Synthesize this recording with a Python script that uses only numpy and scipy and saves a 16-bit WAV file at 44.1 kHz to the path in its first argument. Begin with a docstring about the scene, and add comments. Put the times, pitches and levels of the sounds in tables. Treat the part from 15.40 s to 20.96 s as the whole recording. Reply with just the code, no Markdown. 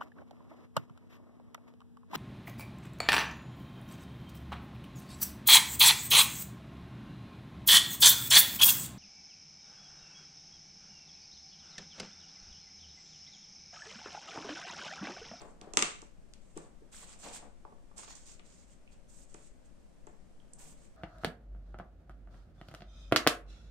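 """Paper slides with a short hiss and crinkle in a small quiet room; then a pen is put down with two sharp clacks.
Hands bump the desk; a sheet is drawn off a pile, laid down and smoothed, its edges ticking.
Sliding paper is grainy coloured noise plus random pitched pops; its bending is slowly uneven low noise.
Ticks and clacks are flat noise bursts through resonances; desk blows are sums of decaying sine modes.
Echoes are decaying noise, drier for paper; a faint rumble and hiss run throughout."""
import sys
import numpy as np
from scipy import signal
from scipy.fft import rfft, irfft
from scipy.io import wavfile

SR = 44100
rng = np.random.default_rng(int(sys.argv[2]) if len(sys.argv) > 2 else 0)


def waveform_to_disk(signal):
    """Save audio, clipped to [-1, 1], as 16-bit WAV at the path in sys.argv[1]."""
    frames = np.transpose(np.atleast_2d(signal))
    scaled = np.clip(frames, -1, 1) * 32767
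    samples = np.round(scaled).astype(np.int16)
    wavfile.write(sys.argv[1], SR, samples)


N = 245321
T_S = np.arange(N) / SR
BLOW_T_S = T_S[:4096]

# room background spectrum: f/Hz, relative level/dB
QUIET_COLOUR = [(15, 3.5), (25, -2.5), (42, -3.5), (60, -10), (100, -18.5), (190, -13), (457, -24),
                (555, -20), (889, -27.5), (3970, -41), (7510, -39.5), (8860, -39.5), (10000, -49.5),
                (12300, -48.5), (13400, -76)]
QUIET_REF_DB = -58.5  # before the gains of rumble and hiss

# paper sliding on paper: start/s, length/s, relative level/dB, swell over stroke/dB,
# sheet face re hiss/dB, lightness of touch/dB (scaled before use)
STROKES = [(0.0, 0.02, -57.5, -18.5, 18.5, -15), (0.037, 0.074, -68.5, -2.5, -12, -3),
           (1.001, 0.16, -72, -3, -10, -0.5), (1.151, 0.033, -60.5, 0, 2, 4),
           (1.197, 0.084, -62, -13, -5, -5), (1.513, .13, -53.5, 0.5, -4, 5),
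           (1.656, 0.082, -57.5, 3, -3.5, -4), (1.775, 0.06, -61.5, 12, -7.5, -1),
           (1.825, 0.097, -48, -8, 0, 2), (1.914, 0.052, -50, 6.5, -4, 1.5),
           (2.561, 0.046, -48.5, -0.5, -7, -4), (2.613, 0.026, -52, 1, -3.5, -14),
           (2.661, 0.067, -59.5, 0.5, 3.5, -20), (2.737, 0.12, -55.5, -11, -7.5, -12),
           (2.847, 0.094, -58, -1, -4.5, -13.5), (3.038, 0.2, -65, -2.5, -6.5, -12.5),
           (3.259, 0.074, -72.5, 8.5, -7.5, -5.5), (3.502, 0.028, -70, 7, -4.5, 1),
           (3.674, 0.16, -63, 3, -15, 3.5), (3.879, 0.2, -67.5, 4, -9, -2),
           (4.237, 0.023, -71.5, 2.5, -4.5, 0.5), (5.179, 0.15, -52.5, -9, -9, 7.5),
           (5.36, 0.1, -68, 3, -6, 3)]
STROKE_ATTACK_S, STROKE_RELEASE_S = 0.02, 0.014
# sheet bends and flaps: start/s, length/s, relative level/dB, swell over flex/dB
FLEXES = [(0.0, 0.21, -50.5, -25), (0.201, 0.21, -61.5, 2), (1.168, 0.16, -61.5, -11.5),
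          (1.537, 0.32, -70, 3), (1.828, 0.15, -49.5, -9), (2.009, 0.054, -57, -3),
          (2.552, 0.21, -63.5, -13), (5.16, 0.17, -67.5, -3.5)]
FLEX_ATTACK_S, FLEX_RELEASE_S = 0.02, 0.027
# fibre hiss spectrum: f/Hz, relative level/dB
HISS_COLOUR = [(2500, -21), (5000, -11.5), (6500, -3), (7700, 1.5), (9000, -3.5), (10000, -26),
               (13000, -28.5), (15500, -33.5)]
# light skim spectrum: f/Hz, relative level/dB
SKIM_COLOUR = [(5000, -22), (8500, 2), (11500, 3.5), (13000, -6), (15500, -2)]
# heavy drag spectrum: f/Hz, relative level/dB
DRAG_COLOUR = [(2500, -19.5), (4500, -6), (6000, -4), (7000, 1.5), (9500, -28.5)]
# sheet face spectrum: f/Hz, relative level/dB
FACE_COLOUR = [(400, -19), (1100, -0.5), (1700, -2.5), (2400, 1.5), (3300, 0.5), (4600, -2), (6500, -14),
               (10000, -35)]
# sheet bending spectrum: f/Hz, relative level/dB
BEND_COLOUR = [(90, -23), (190, -2), (320, -3.5), (430, -4), (650, 1), (900, -3), (1400, -10.5),
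               (2500, -25), (5000, -47)]

# paper edges and nails, plus the ring of the desk knock at 2.25 s (row 2.2503 s): t/s, relative level/dB, #
# centre f/Hz, width per filter pass/Hz, contact time constant/s, left minus right/dB
TICKS = [(0.0165, -52.5, 7600, 2980, 0.00071, -7.5), (0.2127, -48, 3600, 8200, 0.00094, -3),
         (0.936, -50.5, 4800, 9000, 0.00063, 4), (1.1742, -44, 8000, 3950, 0.00045, -2),
         (2.2503, -45.5, 863, 450, 0.0008, -0.5), (2.58, -43, 7460, 3930, 0.001, -5),
         (2.7515, -46.5, 6840, 3040, 0.0022, -20), (2.9945, -53, 2380, 2250, 0.00089, 4),
         (3.4764, -58, 2580, 596, 0.00031, -5), (3.942, -48, 7500, 4030, 0.00092, -20),
         (3.944, -56, 2150, 2520, 0.002, -1), (4.668, -61, 2060, 2200, 0.004, -2),
         (4.6687, -54, 7380, 1985, 0.00057, -11.5), (4.9992, -64, 3160, 494, 0.00083, -10),
         (5.1337, -45.5, 8430, 3060, 0.0016, -4.5)]

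# hands and sheets landing on the desk: t/s, level/dB, softness corner f/Hz, low cut f/Hz, left minus right/dB
KNOCKS = [(.019, -46, 2220, 300, 3), (.217, -50, 1810, 203, -2), (0.272, -47.5, 560, 278, 3),
          (0.339, -48, 1800, 200, 4), (0.625, -49, 1610, 249, 13), (1.1646, -39, 550, 238, 5.5),
          (1.175, -46.5, 2180, 800, 4), (1.419, -53.5, 552, 200, 7.5), (2.25, -50.5, 950, 1003, -6),
          (2.322, -53, 900, 889, 0.5), (2.5126, -59, 1480, 1026, -3), (2.589, -50, 1800, 1010, 15),
          (2.631, -53, 2100, 1110, 24), (2.676, -53.5, 1190, 895, -2), (2.9966, -60, 2400, 397, 10),
          (3.9455, -48.5, 3000, 262, 6), (4.671, -48, 2190, 280.5, 8), (5.241, -55, 163, 140, -1),
          (5.308, -57, 160, 140, 10)]
# desk top modes, nominal: f/Hz, relative level/dB, t60/s
DESK_MODES = [(165, -18, 0.24), (255.5, -16.5, .03), (352, 3.5, 0.018), (404.4, 1, 0.021),
              (567.3, 0, 0.022), (719.3, -2.5, .03), (863, -2.5, 0.028), (1139, -1.5, 0.029),
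              (1270, -2.5, 0.014), (1700, -9, 0.027), (2336, -2, .008)]
# desk knock under each clack; level re the clack's table level
PEN_KNOCK_LAG_S, PEN_KNOCK_DB = 0.003, -14.5
PEN_SOFT_HZ, PEN_LOW_CUT_HZ, PEN_KNOCK_PAN_DB = 1550, 200.3, 7

# pen put down and bouncing: t/s, relative level/dB, contact time constant/s, relative tip ring/dB,
# barrel ring/dB, tip left minus right before a common offset/dB
CLACKS = [(0.336, -38.5, 0.00057, 1, -5, -14), (.3712, -16, 0.00065, 2, -5.5, -1),
          (0.391, -29.5, 0.00042, -5.5, -1, -2.5), (0.4237, -19.5, 0.00053, -2.5, -4.5, 3),
          (0.618, -49.5, 0.00074, 11.5, -7.5, -12.5)]
# clack spectrum: f/Hz, relative level/dB
CLACK_COLOUR = [(120, -17), (320, 0), (600, -9.5), (900, -1.5), (1180, 6.5), (1650, -4.5), (2500, -3.5),
                (4800, -3), (8600, -7.5), (9900, -15), (15000, -35)]
# pen barrel resonances: f/Hz, width/Hz, relative level/dB
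BARREL_MODES = [(2138, 385, 3.5), (2750, 220, 7), (3580, 400, -4.5)]
# pen tip resonances: f/Hz, width/Hz, relative level/dB
TIP_MODES = [(6360, 660, 3), (7430, 340, 6.5), (7970, 1800, 0)]

# room decay: f/Hz, t60/s
ROOM_T60 = [(150, 0.28), (500, 0.3451), (1200, 0.39), (3000, 0.42), (8000, 0.34), (14000, 0.2)]
# echo spectrum: f/Hz, relative level/dB
ECHO_COLOUR = [(80, -18.5), (125, -14), (170, -2), (250, 1), (360, -2.5), (500, 2), (1000, -2.5),
               (2700, -2), (5500, -7.5), (8500, -3.5), (10500, -12)]
TOP_HZ = 15400


def undb(db):
    """Decibels to gain."""
    return np.exp(np.asarray(db) * np.log(10) / 20)


def unit(x):
    """Scale to rms 1."""
    return x / np.sqrt(np.mean(x ** 2))


def pan(db):
    """Left and right gains whose ratio is db."""
    return undb(np.array([[db], [-db]]) / 2)


def along(points, hz):
    """Interpolate (Hz, value) points on a log-frequency axis."""
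    f, value = np.transpose(points)
    return np.interp(np.log(np.maximum(hz, 1)), np.log(f), value)


def colour(x, points, size=2048):
    """Minimum-phase filter with the given (Hz, dB) response."""
    gain = undb(along(points, np.fft.rfftfreq(size, 1 / SR)))
    cepstrum = irfft(np.log(gain))
    # fold the cepstrum onto positive time: causal response
    cepstrum[1:size // 2] *= 2
    cepstrum[size // 2 + 1:] = 0
    response = irfft(np.exp(rfft(cepstrum)))
    return signal.oaconvolve(x, response[None], axes=-1)[:, :x.shape[-1]]


def resonate(x, hz, width_hz):
    """One resonance, gain 1 at its centre."""
    b, a = signal.iirpeak(min(hz, SR / 3), hz / width_hz, fs=SR)
    return signal.lfilter(b, a, x)


def cut(x, hz, kind):
    """Second-order low-pass or high-pass."""
    return signal.sosfilt(signal.butter(2, hz, kind, fs=SR, output="sos"), x)


def ports(three, likeness):
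    """Two microphone signals from one shared and two separate ones."""
    share = np.clip(likeness, 0, 1)
    return np.sqrt(share) * three[0] + np.sqrt(1 - share) * three[1:]


def add(out, start_s, sound, db, size):
    """Mix in a blow whose energy, spread over size samples, has the given level."""
    start = int(start_s * SR)
    sound = sound * undb(db) / np.sqrt(np.sum(sound ** 2) / (2 * size))
    out[:, start:start + sound.shape[1]] += sound[:, :N - start]


def quiet():
    """Low rumble of the building under a faint even hiss."""
    air = unit(colour(ports(rng.standard_normal((3, N)), likeness=0.15), QUIET_COLOUR, size=8192))
    rumble = cut(air, 640, "low") * pan(db=6) * undb(3.5)
    hiss = cut(air, 1300, "high") * pan(db=-1) * undb(1.44)
    return undb(QUIET_REF_DB) * (rumble - hiss)


def gesture(start_s, length_s, swell_db, attack_s, release_s):
    """Gain of one hand movement: gets going, swells or fades evenly in dB, then dies away."""
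    age_s = T_S - start_s
    attack = np.clip(age_s / attack_s, 0, 1)
    swell = undb(swell_db * np.clip(age_s / length_s, 0, 1))
    release = np.exp(-np.clip((age_s - length_s) / release_s, 0, 20))
    return attack * swell * release


def friction(points, likeness, grain_db, catch_db, catch_hz):
    """Fibres snap past each other as dense uneven grains, while the sheet catches and slips."""
    grain_levels = np.repeat(rng.standard_normal(N // 16 + 1), 16)[:N]  # one level per 16 samples
    grains = rng.standard_normal((3, N)) * undb(grain_db * grain_levels)
    catches = np.interp(T_S * catch_hz, np.arange(N), rng.standard_normal(N))
    return unit(colour(ports(grains, likeness) * undb(catch_db * catches), points))


def crinkle(per_second, spread_db, t60_s, size=512):
    """Small buckles pop at random, each at its own pitch; a few are much louder than the rest."""
    draws = rng.random((int(per_second * N / SR), 4))
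    when, chance, pitch, side = draws.T[:, :, None]
    hz = 800 * (7000 / 800) ** pitch
    loud = -np.log(1 - 0.97 * chance)  # capped exponential draw
    t_s = T_S[:size]
    pops = np.sin(2 * np.pi * hz * t_s) * undb(spread_db * loud - 60 * t_s / t60_s)
    places = ((when * (N - size)).astype(int) + np.arange(size)).ravel()
    left = np.bincount(places, (pops * np.sqrt(side)).ravel(), N)
    right = np.bincount(places, (pops * np.sqrt(1 - side)).ravel(), N)
    return unit(np.array([left, right]))


def paper():
    """Sliding hisses at the contact (light skims, heavy drags), crinkles at the face, flutters at bends."""
    fibres = friction(HISS_COLOUR, likeness=0.1, grain_db=2.0, catch_db=1.5, catch_hz=113.4)
    skim = friction(SKIM_COLOUR, likeness=0.22, grain_db=4.0, catch_db=1.0, catch_hz=110)
    drag = friction(DRAG_COLOUR, likeness=0.18, grain_db=3.5, catch_db=2.5, catch_hz=126.6)
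    rub = friction(FACE_COLOUR, likeness=0.13, grain_db=4.0, catch_db=-1.0, catch_hz=90.4)
    flutter = friction(BEND_COLOUR, likeness=0.83, grain_db=0.5, catch_db=2.5, catch_hz=69.9)
    sliding, skimming, dragging, radiating = np.zeros((4, N))
    # overlapping strokes: the stronger one wins
    for start_s, length_s, db, swell_db, face_db, light_db in STROKES:
        gain = undb(db) * gesture(start_s, length_s, swell_db, STROKE_ATTACK_S, STROKE_RELEASE_S)
        sliding = np.maximum(sliding, gain)
        skimming = np.maximum(skimming, gain * undb(1.48 * light_db - 20.5))
        dragging = np.maximum(dragging, gain * undb(-light_db - 14))
        radiating = np.maximum(radiating, gain * undb(face_db))
    bending = np.zeros(N)
    for start_s, length_s, db, swell_db in FLEXES:
        bending += undb(db) * gesture(start_s, length_s, swell_db, FLEX_ATTACK_S, FLEX_RELEASE_S)
    hiss = fibres * sliding + skim * skimming + drag * dragging
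    pops = crinkle(per_second=500, spread_db=5.0, t60_s=0.0079)
    face = (undb(-5.0) * rub + undb(-6) * pops) * radiating
    bend = flutter * bending
    return undb(-2.5) * hiss * pan(db=-4.5) + face * pan(db=-2.5) + bend * pan(db=5.0)


def contact(contact_s, likeness):
    """A hard contact: micro-impacts, even in spectrum, under a Gaussian fade set by the contact time."""
    noise = ports(rng.standard_normal((3, len(BLOW_T_S))), likeness)
    burst = noise * BLOW_T_S / contact_s * np.exp(-BLOW_T_S / contact_s)
    flat = irfft(np.exp(1j * np.angle(rfft(burst))))  # keep phase, flatten magnitude
    return flat * np.exp(-(BLOW_T_S / (10 * contact_s)) ** 2)


def ticks():
    """Paper edges flick and nails touch, and one desk knock rings: tiny contacts, each in one steep-sided
    resonance."""
    out = np.zeros((2, N))
    for start_s, db, hz, width_hz, contact_s, pan_db in TICKS:
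        tick = contact(contact_s, likeness=0.2)
        for _ in range(2):
            tick = resonate(tick, hz, width_hz)
        tick = colour(tick, [(8800, -3), (10500, -20.5), (15000, -21)])
        add(out, start_s, tick * pan(pan_db), db - 0.5, size=128)
    return out


def desk():
    """Blows ring the desk top; soft hands swell slowly in low modes, light sheets excite only high ones."""
    out = np.zeros((2, N))
    pen_knocks = [(start_s + PEN_KNOCK_LAG_S, db + PEN_KNOCK_DB, PEN_SOFT_HZ, PEN_LOW_CUT_HZ, PEN_KNOCK_PAN_DB)
                  for start_s, db, *_ in CLACKS]
    for start_s, db, soft_hz, low_cut_hz, pan_db in pen_knocks + list(KNOCKS):
        ring = np.zeros((2, len(BLOW_T_S)))
        # each blow varies mode pitch, and mode level per port
        chance = rng.standard_normal((len(DESK_MODES), 3))
        for (hz, mode_db, t60_s), c in zip(DESK_MODES, chance):
            tone = np.sin(2 * np.pi * hz * (1 + 0.028 * c[0]) * BLOW_T_S)
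            ring += undb(mode_db + 0.89 * c[1:, None]) * (undb(-60 * BLOW_T_S / t60_s) * tone)
        pushed = ring * (1 - np.exp(-BLOW_T_S * soft_hz / 1.65))
        cushioned = cut(cut(pushed, soft_hz, "low"), soft_hz, "low")
        add(out, start_s, cut(cushioned, low_cut_hz, "high") * pan(pan_db), db, size=256)
    return out


def ringing(x, modes):
    """A body's resonances driven by x."""
    return sum(undb(db) * resonate(x, hz, width_hz) for hz, width_hz, db in modes)


def pen():
    """Each clack cracks over a wide band and rings the barrel and the tip, which points to the right port."""
    out = np.zeros((2, N))
    for start_s, db, contact_s, tip_db, barrel_db, pan_db in CLACKS:
        crack = colour(contact(contact_s, likeness=0.43), CLACK_COLOUR)
        body = crack + undb(barrel_db) * ringing(crack, BARREL_MODES)
        tip = undb(tip_db) * ringing(crack, TIP_MODES)
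        add(out, start_s, body * pan(db=4.5) + tip * pan(pan_db - 11.5), db + 0.5, size=128)
    return out


def echoes(build_s, size=32768):
    """The room's answer: echoes thicken over the first milliseconds, then decay at each octave's own rate."""
    t_s, hz = T_S[:size], np.fft.rfftfreq(size, 1 / SR)
    uneven_db = 2.5 * np.repeat(rng.standard_normal(size // 64), 64)
    noise = rng.standard_normal((3, size)) * undb(uneven_db)
    centres_hz = 125 * 2. ** np.arange(8)
    tail = 0
    for centre_hz, weights in zip(centres_hz, np.eye(len(centres_hz))):
        likeness = 1 / (1 + (centre_hz / 700) ** 2)  # ports differ more at high f
        band = irfft(rfft(ports(noise, likeness)) * along(np.c_[centres_hz, weights], hz))
        tail = tail + band * np.exp(-np.log(1000) * t_s / along(ROOM_T60, centre_hz))
    built = tail * (1 - np.exp(-t_s / build_s))
    return colour(unit(built) / np.sqrt(size), ECHO_COLOUR)


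def room(x, wet_db, build_s):
    """Left and right sound take their own paths round the walls; one low standing wave hums on."""
    walls = sum(signal.fftconvolve(side[None], echoes(build_s), axes=-1)[:, :N] for side in x)
    standing = resonate(x.mean(axis=0), hz=154.2, width_hz=6)
    return undb(wet_db) * walls + undb(4) * standing * pan(db=-3.5)


def from_right(x, lag_s):
    """Sound from the right reaches the left port a little later."""
    left = np.pad(x[0], (int(lag_s * SR), 0))[:N]
    return np.array([left, x[1]])


def scene():
    """The pen lands off to the side, so the room answers it more than the paper under the microphone."""
    background, rustle, flicks, knocks, clacks = quiet(), paper(), ticks(), desk(), pen()
    send = clacks + undb(-1.0) * knocks + undb(-1.0) * flicks + undb(-1.5) * rustle
    echo = room(send, wet_db=-4.0, build_s=0.0013)
    return from_right(clacks + knocks + flicks + echo, lag_s=0.00032) + rustle + background


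def record(dry):
    """The phone cuts the top: steep elliptic low-pass."""
    return signal.sosfilt(signal.ellip(8, 0.2, 70, TOP_HZ, fs=SR, output="sos"), dry)


dry = scene()
out = record(dry)
waveform_to_disk(out)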